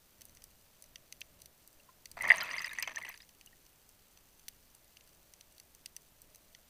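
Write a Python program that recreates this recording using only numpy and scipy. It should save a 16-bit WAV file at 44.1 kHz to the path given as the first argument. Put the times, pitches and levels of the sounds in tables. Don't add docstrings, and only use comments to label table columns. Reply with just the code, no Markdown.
import sys
import numpy as np
from scipy.fft import rfft, irfft, next_fast_len
from scipy.io import wavfile
from scipy.ndimage import uniform_filter1d, map_coordinates

SR = 44100
rng = np.random.default_rng(int(sys.argv[2]) if len(sys.argv) > 2 else 0)


def bounce(signal):
    frames = np.transpose(np.atleast_2d(signal))
    limited = np.clip(frames, -1, 1)
    pcm = np.round(limited * 32767).astype(np.int16)
    wavfile.write(sys.argv[1], SR, pcm)


N = 295027

# centre_hz, width_hz, level_db (relative)
LOW_MODES = [(1950, 220, -1.5), (2787, 450, 0.5), (3476, 460, -6)]
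MIDDLE_MODES = [(4030, 476, -3.5), (4655, 390, 1.5), (6063, 243, 6.5)]
HIGH_MODES = [(8530, 1300, 0), (10650, 1900, -3.5), (12390, 919, -3.5), (14600, 970, -3.5)]
# centre_hz, width_hz, level_db (relative)
GAP_MODES = [(648, 120, -3), (916, 150, -1), (1248, 490, -5)]
# centre_hz, width_hz, level_db (relative)
CAVITY_MODES = [(1925, 440, 1.5), (2660, 380, 1.5), (3120, 1200, -7)]
# start_s, bubble_lag_ms (mean trail behind the glug), gurgle_db (over the flow)
PHASES = [(2.169, 1.2, 0), (2.296, 11.6, -5.5), (2.615, 6.65, -10.5), (2.87, 3.92, -7), (2.94, 4, -8),
          (3.11, 4.9, -21)]


def amp(db):
    return 10 ** (np.asarray(db) / 20)


def unit(x):
    return x / np.sqrt(np.mean(x ** 2) + 1e-20)


def filtered(x, response):
    m = next_fast_len(x.shape[-1] + 4096)
    spectrum = rfft(x, m) * response(np.fft.rfftfreq(m, 1 / SR))
    return irfft(spectrum, m)[..., :x.shape[-1]]


def ringing(modes):
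    def response(f):
        x = 1j * f / (0.4 * modes[0][0])
        bass_cut = (x / (1 + x)) ** 2
        total = 0
        for k, (centre, width, db) in enumerate(modes):
            resonance = 1j * f * width / (centre * centre - f * f + 1j * f * width)
            total = total + (-1) ** k * amp(db) * resonance
        return bass_cut * total
    return response


def place(times, waves):
    at = (np.asarray(times) * SR).astype(int)[:, None] + np.arange(waves.shape[1])
    return np.bincount(at.ravel(), waves.ravel(), N + waves.shape[1])[:N]


def control(rows):
    s, *levels_db = np.transpose(rows)
    return [amp(np.interp(np.arange(N) / SR, s, db, -120, -120)) for db in levels_db]


def snaps(trail_db, trail_life_s):
    # start_s, strength_db, brightness_db (added to the high modes, taken from the low)
    near_snaps = [(0.2089, -50.5, 6), (0.217, -46, 9.5), (0.253, -57.5, 22.5), (0.2946, -56.5, 8),
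                  (0.3493, -57, 12), (0.3703, -52, 4.5), (0.4202, -52.5, 5), (0.4397, -48, 15),
                  (0.823, -51.5, 16), (0.8399, -52, 8), (0.9572, -42, -1.5), (1.124, -38.5, 5),
                  (1.2073, -50.5, 16.5), (1.215, -41.5, -7), (1.4181, -48.5, 12), (1.4578, -47.5, 10),
                  (1.6756, -58.5, 21), (2.0563, -40.5, 5), (2.1144, -45, 11.5), (2.2124, -58, 20),
                  (2.2219, -44, 17), (2.2791, -46.5, 16.5), (2.3178, -47.5, 14), (2.3695, -47, 15),
                  (2.5217, -57, 14), (2.6167, -52, 16), (2.6603, -45, 9.5), (2.7319, -45.5, 13.5),
                  (2.8247, -31.5, 3), (2.9839, -52.5, 12), (3.0261, -50.5, 10), (3.1753, -48.5, 5),
                  (3.291, -53.5, 4.5), (3.4107, -50, 0), (3.4607, -51.5, 13), (3.664, -55, 5.5),
                  (3.8907, -58, 16.5), (4.173, -54.5, 1), (4.3947, -54.5, 5.5), (4.4822, -37, 4.5),
                  (4.4857, -45.5, 17.5), (4.7493, -57.5, 17), (4.969, -52, -3.5), (5.0086, -55.5, -2.5),
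                  (5.3368, -48.2, 9), (5.4094, -47, 3.5), (5.5805, -51, 7.5), (5.5991, -46, 8),
                  (5.7488, -51.5, 11), (5.859, -37, 6.5), (5.9645, -38.5, 9), (6.218, -55, 18),
                  (6.3473, -50.5, 7.5), (6.3577, -53.5, 13.5), (6.5484, -48.5, -2)]
    middle_db, high_db = 0.5, -8
    s, db, bright_db = np.transpose(near_snaps)
    group_db = db - bright_db, db + middle_db, db + bright_db + high_db
    t = np.arange(1024) / SR
    noise = rng.standard_normal((len(s), 3, len(t)))
    waves = 0
    for k, (modes, life_s) in enumerate([(LOW_MODES, .0013), (MIDDLE_MODES, .0013), (HIGH_MODES, .0008)]):
        onset = 1 - np.exp(-t / 0.0006)
        decay = np.exp(-t / life_s) + amp(trail_db) * np.exp(-t / trail_life_s)
        ring = filtered(onset * decay * noise[:, k], ringing(modes))
        peak = np.sqrt(2 * uniform_filter1d(ring ** 2, size=50).max(axis=1))
        waves = waves + ring * (amp(group_db[k]) / peak)[:, None]
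    return place(s, waves)


def bubbles(rise_cycles, roundness, knock_db, tick_db):
    # start_s, tone_peak_db, pitch_hz
    loud_bubbles = [(1.7994, -57, 2760), (1.8867, -54, 1030), (1.889, -64, 1380), (2.2074, -27.5, 2036),
                    (2.217, -33, 2010), (2.231, -32, 2040), (2.239, -28.5, 2080), (2.2486, -26, 1880),
                    (2.2576, -33, 2030), (2.271, -27.5, 2170), (2.2868, -25, 1890), (2.2935, -36, 9050),
                    (2.2929, -36.5, 4900), (2.302, -8, 2050), (2.304, -36.5, 679), (2.3064, -6, 1904),
                    (2.3166, -9.5, 1960), (2.306, -27, 2740), (2.325, -36, 4800), (2.359, -34.5, 8600),
                    (2.382, -33, 6300), (2.3829, -32.5, 1850), (2.4075, -29.5, 4860), (2.413, -33.5, 4077),
                    (2.408, -31.5, 1855), (2.4203, -35, 3080), (2.4226, -34.5, 1400),
                    (2.4323, -30.5, 12600), (2.506, -38, 2800), (2.512, -38, 4880), (2.5389, -27.5, 2070),
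                    (2.5799, -29, 2070), (2.5824, -33, 4770), (2.5928, -34.5, 4870), (2.621, -40, 6170),
                    (2.644, -31, 1890), (2.6443, -32, 5010), (2.693, -42, 3760), (2.714, -39.5, 1750),
                    (2.7849, -26.5, 1942), (2.7861, -34.5, 6180), (2.7959, -36, 1970),
                    (2.7984, -35.5, 8570), (2.826, -30, 4970), (2.826, -31, 12900), (2.843, -41, 3050),
                    (2.875, -37.5, 6130), (2.8744, -32, 2145), (2.96, -31, 6050), (2.969, -29, 1830),
                    (3.034, -38, 1985), (3.0471, -43, 1990), (3.0848, -39, 1970), (3.0895, -41.5, 6096),
                    (3.0928, -34, 12600), (3.2029, -51.5, 3750), (3.2196, -48.5, 5000),
                    (3.472, -50.5, 2870), (3.528, -57.5, 1870)]
    life_ms, life_pitch, life_loud = 3.6, 0.723, 0.27
    quiet_db, loud_rounds = -34.5, 0.015
    s, db, hz = np.transpose(loud_bubbles)[..., None]
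    ms = life_ms * (2000 / hz) ** life_pitch * amp(-life_loud * (np.maximum(db, quiet_db) + 30))
    t = np.arange(1500) / SR
    rise = 1 - np.exp(-(hz * t / rise_cycles) ** 2)
    fall_power = roundness + loud_rounds * np.maximum(db - quiet_db, 0)
    swell = rise * np.exp(-(1000 * t / ms) ** fall_power)
    swell = swell / swell.max(axis=1, keepdims=True)
    tone = np.sin(2 * np.pi * (hz * t + rng.random((len(s), 1))))
    noise = rng.standard_normal((len(s), 2, len(t)))
    jolt = filtered(uniform_filter1d(swell * noise[:, 0], size=8), ringing(GAP_MODES + CAVITY_MODES))
    jolt = jolt / np.abs(jolt).max(axis=1, keepdims=True)
    tick = np.exp(-t / 0.0012) * unit(uniform_filter1d(noise[:, 1], size=8)) * tone
    extra = np.where(hz < 2500, amp(knock_db) * jolt, amp(tick_db) * tick)
    return place(s[:, 0], amp(db) * (swell * tone + extra))


def stream():
    # time_s, flow_db
    air_flow = [(2.165, -52.5), (2.28, -41), (2.4, -41.5), (2.47, -44), (2.7, -47), (3.08, -47.5),
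                (3.251, -69.5)]
    fizz_db, fizz_follows = -34.5, 0.51
    knock_db = -1
    deep_fades_db = -6.5
    t = np.arange(N) / SR
    cavity_gain, = control(air_flow)
    start, _, gurgle_db = np.transpose(PHASES)
    gurgle_gain = cavity_gain * amp(gurgle_db[np.searchsorted(start, t) - 1])
    fizz_gain = amp(fizz_db) * cavity_gain ** fizz_follows

    beat = glugs()
    large = swarm(beat, count=9, low_hz=704.0, high_hz=2500, cycles=0.22, lean=1)
    knocks = place(beat[0], -np.hanning(12) * beat[1][:, None])
    large = large + amp(knock_db) * unit(knocks)
    middling = swarm(beat, count=5, low_hz=1603, high_hz=3356, cycles=7.5, lean=1.1)
    tiny = swarm(beat, count=10, low_hz=3260, high_hz=14000, cycles=5.5, lean=1.5)

    deep_gain = amp(deep_fades_db * np.interp(t, start[[1, 2, 3, 3]], [0, 1, 1, 0]))
    whole = filtered(large, ringing(GAP_MODES))
    upper = filtered(large, ringing(GAP_MODES[2:]))
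    out = gurgle_gain * unit(upper + deep_gain * (whole - upper))
    out += cavity_gain * unit(filtered(middling + large, ringing(CAVITY_MODES)))
    out += fizz_gain * unit(filtered(tiny, ringing(MIDDLE_MODES + HIGH_MODES)))
    share = np.sqrt((air_flow[-1][0] - air_flow[0][0]) * SR / N)
    rumble = filtered(rng.standard_normal(N), lambda f: ringing([(120, 300, 0)])(f) ** 2)
    return share * out + amp(-15.5) * gurgle_gain * unit(rumble)


def glugs():
    # start_s, size_db (over the flow)
    single_glugs = [(2.1697, 0), (2.1773, 1), (2.1889, -2), (2.2007, -3), (2.62, 4.5), (2.644, 4.5),
                    (2.657, 3), (2.669, 5.5), (2.693, -2), (2.711, 1.5), (2.73, 1), (2.75, -4),
                    (2.7596, -2), (2.776, -2), (2.786, 2), (2.805, -0.5), (2.8247, 8), (2.84, -5),
                    (2.852, -5), (2.875, 8.5), (2.893, -0.5), (2.9089, -2), (2.917, -3), (2.946, -4),
                    (2.954, -1.5), (2.9805, 5), (3.001, -4.5), (3.0148, -0.5), (3.049, 2.6), (3.064, -3),
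                    (3.08, -1), (3.097, 1), (3.113, -2), (3.125, -3.4), (3.141, 6), (3.158, -2.5),
                    (3.203, 7), (3.228, 1.5)]
    steady_from_s, steady_to_s, steady_per_s = 2.211, 2.612, 93.5
    jitter_s, spread_db = 0.0013, 3.5
    start, lag_ms, _ = np.transpose(PHASES)
    steady = np.arange(steady_from_s, steady_to_s, 1 / steady_per_s)
    late, size = rng.standard_normal((200, 2))[:len(steady)].T
    single, single_db = np.transpose(single_glugs)
    s = np.append(steady + jitter_s * late, single)
    strength = amp(np.append(spread_db * size, single_db))
    phase = np.clip(np.searchsorted(start, s) - 1, 0, None)
    return s, strength, lag_ms[phase] / 1000


def swarm(beat, count, low_hz, high_hz, cycles, lean):
    pitch, size, life, trail = rng.random((count * len(beat[0]), 4, 1)).transpose(1, 0, 2)
    s, strength, lag = np.repeat(beat, count, axis=1)[..., None]
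    hz = low_hz * (high_hz / low_hz) ** pitch ** lean
    turns = hz * np.arange(1200) / SR
    fade = turns / (cycles * (.5 + life))
    tone = np.sin(2 * np.pi * turns * (1 + 0.01725 * fade))
    waves = (1 - np.exp(-2 * turns)) * np.exp(-fade) * tone
    start = s - lag * np.log(1 - trail)
    return unit(place(start[:, 0], waves * amp(7.9 * size) * strength))


def far_snaps():
    ticks = crackle(rate=140, spread_db=2.0, top_db=20.5, life_s=0.001203)
    housing = ringing(LOW_MODES[1:] + MIDDLE_MODES + HIGH_MODES)
    return amp(-73.5) * unit(filtered(ticks, housing))


def crackle(rate, spread_db, top_db, life_s):
    count = int(rate * N / SR)
    t = np.arange(256) / SR
    when, size = rng.random((count, 2)).T
    bursts = rng.standard_normal((count, len(t))) * np.exp(-t / life_s)
    burst_db = np.minimum(-spread_db * np.log(1 - size), top_db)
    return place(when * N / SR, bursts * amp(burst_db)[:, None])


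def flow():
    # time_s, rumble_db, hum_db (levels before the surges)
    shell_flow = [(0, -77.5, -84.5), (.9, -69.5, -81), (2, -67, -79.5), (3.5, -70, -92), (5.4, -80.5, -81),
                  (6.69, -76.5, -77)]
    rumble_gain, hum_gain = control(shell_flow)

    def surge(rate):
        points = rng.standard_normal(int(rate * N / SR) + 4)
        return map_coordinates(points, [np.arange(N) * rate / SR])

    low = filtered(rng.standard_normal(N), lambda f: 1 / (1 + 1j * f / 35))
    mid = filtered(rng.standard_normal(N), lambda f: ringing([(590, 150, 0)])(f) ** 2)
    rumble = rumble_gain * unit(low * amp(6.2 * surge(5.5)))
    hum = hum_gain * unit(mid * amp(3.45 * surge(3.61)))
    return rumble + hum


def preamplifier_hiss():
    # (relative, per Hz)
    hiss_spectrum = [(20, -2), (100, -10), (340, -15), (1300, -20), (2000, -21), (12000, -24), (12500, -20),
                     (15200, -20), (15600, -56.5)]
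    hz, db = np.transpose(hiss_spectrum)
    noise = rng.standard_normal(N)
    return amp(-66.0) * unit(filtered(noise, lambda f: amp(np.interp(np.log(f + 1), np.log(hz), db))))


def scene():
    near = snaps(trail_db=-26.5, trail_life_s=0.0054)
    air = bubbles(rise_cycles=3.9, roundness=0.9, knock_db=-12.0, tick_db=-8.0) + stream()
    return (near + air + far_snaps() + flow() + preamplifier_hiss())[None]


def record(dry):
    step_hz, step_db, top_hz = 15300, -7, 16600
    return filtered(dry, lambda hz: np.where(hz < step_hz, 1, amp(step_db)) * (hz < top_hz))


dry = scene()
out = record(dry)
bounce(out)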